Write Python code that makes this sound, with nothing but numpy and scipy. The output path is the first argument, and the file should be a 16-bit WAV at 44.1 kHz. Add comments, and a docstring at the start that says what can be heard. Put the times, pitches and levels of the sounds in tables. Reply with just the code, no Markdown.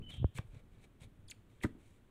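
"""Outdoors at a wooden hoof stand, a broad steel blade is pushed down through the rim of a hoof.
The edge rasps through dry horn in short pushes, squeals as it sticks and slips, and twice snaps through;
the last cut lands on the stand, which rings and shudders. A bird some way off whistles two notes, once.
Dull thumps, a low rumble and a faint hiss lie underneath."""
import sys
import numpy as np
from scipy import signal
from scipy.fft import rfft, irfft
from scipy.io import wavfile

SR = 44100
rng = np.random.default_rng(int(sys.argv[2]) if len(sys.argv) > 2 else 0)


def log_audio(samples):
    """Write samples as a 16-bit WAV file to the path given in sys.argv[1]."""
    # one column per channel
    frames = np.atleast_2d(samples).T
    # limit to full scale, then quantise
    limited = np.clip(frames, -1, 1)
    pcm = np.round(limited * 32767).astype(np.int16)
    wavfile.write(sys.argv[1], SR, pcm)


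N = 92610
T, HZ = np.arange(N) / SR, np.fft.rfftfreq(N, 1 / SR)


def amp(db):
    """Decibels to gain."""
    return 10 ** (np.asarray(db) / 20)


def unit(x):
    """Scales to rms 1."""
    return x / np.sqrt(np.mean(x ** 2) + 1e-20)


def read(points, hz):
    """Reads a curve on a log-frequency axis."""
    f, value = np.transpose(points)
    return np.interp(np.log(hz + 1), np.log(f), value)


def colour(x, db):
    """Applies an EQ curve in dB, then scales to rms 1."""
    return unit(irfft(rfft(x) * amp(db), N))


def noise(db):
    """Noise shaped by an EQ curve in dB, at rms 1."""
    return colour(rng.standard_normal(N), db)


def wander(hz):
    """Smooth random modulation up to about the given rate, at rms 1."""
    return unit(irfft(rfft(rng.standard_normal(N)) / (1 + (HZ / hz) ** 2) ** 2, N))


def since(s):
    """Seconds since an event, zero before it."""
    return np.maximum(T - s, 0)


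def reverb(x, decays):
    """A diffuse tail from the surroundings, each band dying at its own speed."""
    hz, t, bands = signal.stft(rng.standard_normal(SR // 2), SR, nperseg=256)
    fade = amp(-60 * t / read(decays, hz)[:, None])
    tail = signal.istft(bands * fade, SR, nperseg=256)[1]
    return signal.fftconvolve(x, tail / np.linalg.norm(tail))[:N]


def background(lumps_db=2, lumps_hz=25, hiss_db=-69.5):
    """The outdoor bed: a lumpy low rumble under a faint, even hiss."""
    # EQ of the rumble and of the hiss: frequency_hz, gain_db
    rumble_eq = [(15, 0), (35, 1), (65, -7), (100, 2), (150, -10.5), (220, -13), (400, -24), (800, -44.5),
                 (3000, -79)]
    hiss_eq = [(30, -5.5), (230, 5.5), (380, 0.5), (700, -9), (1500, -12.5), (3500, -19), (5000, -30),
               (8500, -25.5), (11000, -29.5), (15500, -30)]
    # slow swells of the rumble: time_s, level_db
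    swells = [(0, -44.5), (.3, -66), (.65, -59.5), (.92, -65.5), (1.04, -59.5), (1.25, -59.5),
              (1.55, -65.5), (1.75, -58.5), (2.1, -68)]
    rumble = noise(read(rumble_eq, HZ))
    rumble *= amp(np.interp(T, *np.transpose(swells)) + lumps_db * wander(lumps_hz))
    return rumble + amp(hiss_db) * noise(read(hiss_eq, HZ))


def jolt(s, db, hz, swell_s):
    """A heavily damped swing, a cycle or two long."""
    t = since(s)
    return amp(db) * t / swell_s * np.exp(1 - t / swell_s) * np.sin(2 * np.pi * hz * t)


def thumps(knock_top_hz=2000):
    """Soft low thumps and harder, muffled knocks."""
    # soft and hard hits: start_s, level_db, pitch_hz, swell_s
    soft_hits = [(.001, -43.5, 92.8, 0.013), (0.09, -49, 93.6, 0.0084), (0.136, -46, 125, .005),
                 (.180, -35.5, 80, 0.0048), (.199, -32, 101.4, 0.0032), (0.2138, -28.5, 114.2, 0.0073),
                 (0.2446, -19.5, 77.8, 0.0051), (0.284, -45, 98, .005), (0.35, -44, 130, 0.0095),
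                 (0.3907, -29, 111, .003), (0.446, -47, 104, 0.0068), (0.484, -48.5, 35.5, 0.017),
                 (0.532, -45.5, 99.6, 0.0062), (.563, -43.5, 112, 0.0048), (1.015, -48, 117, 0.0039),
                 (1.19, -50, 91.5, 0.0051), (1.6494, -25.5, 116, 0.0027)]
    hard_hits = [(0.2287, -34, 220, 0.00062), (0.2441, -18, 270, 0.0004), (1.6447, -23, 291, 0.0016)]
    muffle = signal.butter(2, knock_top_hz, fs=SR, output="sos")
    knocks = signal.sosfilt(muffle, sum(jolt(*hit) for hit in hard_hits))
    return knocks - sum(jolt(*hit) for hit in soft_hits)


def held_note(jitter=0.012, jitter_hz=400, flutter=0.33, flutter_hz=100):
    """The bird's first note: a pure whistle that scoops up and holds, fluttering."""
    # path of the whistle: time_s, pitch_hz, level_db
    contour = [(.019, 2400, -63), (0.026, 3050, -67), (0.028, 3016, -64.5), (.047, 3027, -57.5),
               (.058, 2995, -64), (.072, 3027, -57.5), (0.08, 3010, -66.5), (.091, 3002, -56.5),
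               (.107, 3010, -53.5), (0.109, 3000, -73)]
    s, hz, db = np.transpose(contour)
    pitch = np.interp(T, s, hz) * (1 + jitter * wander(jitter_hz))
    tone = np.sqrt(2) * np.sin(2 * np.pi * np.cumsum(pitch) / SR)
    envelope = amp(np.interp(T, s, db)) * (T > s[0]) * (T < s[-1])
    return tone * envelope * unit(1 + flutter * wander(flutter_hz))


def falling_note(width_hz=630):
    """The bird's second note starts higher, sags and frays into a narrow band of noise."""
    # path of the whistle: time_s, pitch_hz, level_db
    contour = [(.110, 3700, -61), (0.114, 3630, -56), (.124, 3280, -57.5), (.146, 3170, -54.5),
               (0.171, 3200, -64.5), (.186, 3000, -63), (0.195, 3330, -65), (.225, 3150, -73.5),
               (0.291, 3100, -83)]
    # crossfade from tone to noise: time_s, noise_share
    fraying = [(.115, 0.45), (.14, 0.49), (.19, 1)]
    s, hz, db = np.transpose(contour)
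    fray = np.interp(T, *np.transpose(fraying))
    phase = 2 * np.pi * np.cumsum(np.interp(T, s, hz)) / SR
    band_db = -10 * np.log10((1 + (HZ / width_hz) ** 10) * (1 + (2 * HZ / width_hz) ** 2))
    rough = noise(band_db) * np.sin(phase) + noise(band_db) * np.cos(phase)  # follows the pitch
    tone = np.sqrt(2 * (1 - fray ** 2)) * np.sin(phase) + fray * rough
    return tone * amp(np.interp(T, s, db)) * (T > s[0]) * (T < s[-1])


def bird(reverb_db=-8.5):
    """A two-note call with the long tail of a far source."""
    # decay of the tail: frequency_hz, t60_s
    decays = [(1000, .5), (3000, .55), (6000, 0.26)]
    call = held_note() + falling_note()
    return call + amp(reverb_db) * reverb(call, decays)


def stand(landing_s=1.6475, ring_db=-39, rise_s=0.0011):
    """The wooden stand rings briefly as the blade lands, and shudders dully."""
    # modes of the wood: pitch_hz, gain_db, t60_s
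    modes = [(233.2, 1.5, 0.22), (301, -11, 0.092), (394, -2, 0.046), (605, -6.5, 0.042), (980, -4, 0.051),
             (1253, -15, 0.09), (1673, -17.5, 0.067), (2110, -31, 0.064)]
    # shudders after the cut and as the paring drops: start_s, level_db, decay_s
    shudders = [(1.638, -37.5, 0.011), (1.654, -36, 0.0085), (1.688, -50, .014), (1.747, -55, 0.037)]
    # their dull EQ: frequency_hz, gain_db
    shudder_eq = [(40, -9), (120, -4), (240, 2.5), (330, -1.5), (600, -19), (1000, -27), (2000, -37.5),
                  (4500, -47), (15000, -74)]
    t = since(landing_s)
    ring = sum(amp(ring_db + db - 60 * t / t60) * np.sin(2 * np.pi * hz * t) for hz, db, t60 in modes)
    shake = sum(amp(db) * (1 - np.exp(-since(s) / rise_s)) * np.exp(-since(s) / decay)
                for s, db, decay in shudders)
    return ring + shake * noise(read(shudder_eq, HZ))


def blade(edge):
    """The broad steel plate adds a thin, quickly damped ring to what the edge does."""
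    # modes of the steel: pitch_hz, gain_db, t60_s
    modes = [(2316, -2.5, 0.055), (3750, -5, 0.14), (6830, -3, 0.15), (7900, 0, .04), (9130, -7, .03)]
    t = T[:SR // 3]
    ring = np.zeros_like(t)
    for hz, db, t60 in modes:
        unity_gain = 2 * np.log(1000) / (t60 * SR)  # cancels the build-up at resonance
        ring += unity_gain * amp(db - 60 * t / t60) * np.cos(2 * np.pi * hz * t)
    return edge + signal.fftconvolve(edge, ring)[:N]


def stick_slip(contour, jitter, jitter_hz, flutter, flutter_hz, overtones_db):
    """The edge sticks and slips at an unsteady rate: a gliding squeal with hoarse overtones."""
    radiate_hz, width_hz = 9350, 1860  # the band where overtones radiate best
    s, hz, db = np.transpose(contour)
    pitch = np.interp(T, s, hz) * (1 + jitter * wander(jitter_hz))
    phase = 2 * np.pi * np.cumsum(pitch) / SR
    overtones = np.zeros(N)
    for k, gain_db in enumerate(overtones_db, 2):
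        radiation = (k * pitch < SR / 2) / (1 + ((k * pitch - radiate_hz) / width_hz) ** 2)
        overtones += amp(gain_db) * radiation * np.sin(k * phase)
    tone = np.sin(phase) + overtones * unit(1 + wander(flutter_hz))
    gate = np.exp(-(np.maximum(s[0] - T, 0) + since(s[-1])) / .001)
    envelope = gate * amp(np.interp(T, s, db))
    return np.sqrt(2) * tone * envelope * unit(1 + flutter * wander(flutter_hz))


def squeals():
    """The last cut builds and breaks: a high chirp with strong overtones, then lower, purer squeaks."""
    # three stick-slip glides: time_s, pitch_hz, level_db
    chirp = [(1.280, 5300, -71), (1.2845, 4590, -59.5), (1.288, 3336, -62), (1.293, 3420, -62),
             (1.297, 5590, -81), (1.300, 6860, -54), (1.304, 7080, -56), (1.307, 6930, -50.5),
             (1.310, 5690, -60.5), (1.312, 4340, -49), (1.316, 2845, -47.5), (1.320, 1930, -58),
             (1.324, 1250, -69)]
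    squeak = [(1.606, 3600, -66.5), (1.609, 2550, -72), (1.613, 1860, -60), (1.616, 2670, -57)]
    breaking = [(1.6355, 2400, -51), (1.637, 1980, -37), (1.641, 1915, -44), (1.644, 1930, -40.5),
                (1.647, 1860, -72)]
    return (
        stick_slip(chirp, jitter=.04, jitter_hz=1500, flutter=.24, flutter_hz=704,
                   overtones_db=(-.5, -11))
        + stick_slip(squeak, jitter=.06, jitter_hz=1190, flutter=.37, flutter_hz=500,
                     overtones_db=(-10, -30))
        + stick_slip(breaking, jitter=.03, jitter_hz=895, flutter=.091, flutter_hz=587,
                     overtones_db=(-14, -45)))


def snaps(relative_width=.16, skirt_db=-27):
    """The last strip of horn gives way in quick cracks, each ringing around its own pitch."""
    # cracks in the horn: start_s, level_db, decay_s, centre_hz
    cracks = [(0.3751, -48.5, 0.0026, 8000), (0.377, -45, 0.0021, 2290), (0.384, -44.5, 0.0031, 2730),
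              (0.3862, -41, 0.0032, 1240), (0.546, -69, 0.0017, 6700), (1.6361, -44.5, 0.0017, 3460),
              (1.6348, -49, .004, 7800), (1.6373, -44.5, 0.0043, 756), (1.636, -52, 0.006, 4260),
              (1.6417, -39.5, 0.0036, 1110), (1.6496, -36, 0.0024, 1720)]
    out = np.zeros(N)
    for s, db, decay, hz in cracks:
        resonance = 1 / (1 + ((HZ - hz) / (relative_width * hz)) ** 2)
        skirt = amp(skirt_db) / (1 + (HZ / (2 * hz)) ** 2)
        fade = (T > s) * np.exp(-since(s) / decay)
        crack = fade * noise(20 * np.log10(resonance + skirt))
        out += amp(db) * crack * np.linalg.norm(fade) / np.linalg.norm(crack)
    return out


def scrapes(grains_per_s=4500, spread_db=3.5, hiss_gain=0.64, judder_db=1.5, judder_hz=121):
    """Each push tears a dense run of tiny horn fibres, swelling and easing with the hand."""
    # pushes of the blade: start_s, peak_s, end_s, level_db, swell_db, fade_db, tilt_db_per_octave
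    pushes = [(.085, 0.098, 0.17, -61, 12, 4, -0.5), (.351, 0.379, .389, -58, 4, 9, 2),
              (0.383, 0.392, 0.4274, -55, -3.5, 12, -5), (0.426, .455, 0.53, -83.5, 9, 1, 1.5),
              (0.509, .548, 0.6, -66.5, 7, 2, -3), (.72, 0.774, 0.85, -77.5, -1.5, -6, -2.5),
              (0.808, 0.848, 0.84, -68, 9.5, -5, 0), (1.008, 1.024, 1.044, -60, 6, 2, 0),
              (1.299, 1.31, 1.299, -59.5, 6.5, 1.5, 2), (1.501, 1.512, 1.73, -79, 0, 10, 0.5),
              (1.62, 1.637, 1.698, -49.5, 20, 42, 0.4), (1.79, 1.866, 1.984, -75.5, 3, 7, 1.5)]
    # tone of steel on horn: frequency_hz, gain_db
    horn_eq = [(40, -27.5), (130, -1), (300, 4.5), (550, 5), (750, -1.5), (1300, -5.5), (1950, -2.5),
               (2300, 4.5), (2750, -2), (3800, -1.5), (5000, -13.5), (6500, -9), (9200, -6.5), (11000, -17),
               (15500, -22.5)]
    attack_s, release_s = 0.0047, .01
    octaves = np.log2(np.maximum(HZ, 500) / 3000)
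    out = np.zeros(N)
    for start, peak, end, db, swell_db, fade_db, tilt_db in pushes:
        sizes = amp(spread_db * np.minimum(rng.exponential(1, N), 4)) * rng.choice([-1, 1], N)
        grains = unit(sizes * (rng.random(N) < grains_per_s / SR))
        tearing = grains + hiss_gain * rng.standard_normal(N)
        push_db = np.interp(T, [start, peak, end], [db - swell_db, db, db - fade_db])
        force = amp(push_db + judder_db * wander(judder_hz))
        contact = np.exp(-np.maximum(start - T, 0) / attack_s - since(end) / release_s)
        out += force * contact * colour(tearing, read(horn_eq, HZ) + tilt_db * octaves)
    return out


def scene():
    """The cutting with its echoes and tail, over the thumps, the bird and the outdoor bed."""
    # reflections off the stand and the ground: delay_s, gain_db
    echoes = [(.0029, -34), (.0066, -14.5)]
    # decay of the surroundings: frequency_hz, t60_s
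    decays = [(100, 0.6), (500, 0.33), (2000, 0.23), (3000, 0.34), (8000, 0.24), (15000, 0.36)]
    cutting = blade(scrapes() + squeals() + snaps()) + stand()
    early = sum(amp(db) * np.pad(cutting, (round(s * SR), 0))[:N] for s, db in echoes)
    tail = amp(-17.5) * reverb(cutting, decays)
    return (cutting + early + tail + thumps() + bird() + background())[None]


def record(dry):
    """A steep low-pass at 15.7 kHz trims the top of the mix."""
    lowpass = signal.firwin(401, 15700, window=("kaiser", 8), fs=SR)
    return signal.oaconvolve(dry, lowpass[None], "same")


dry = scene()
out = record(dry)
log_audio(out)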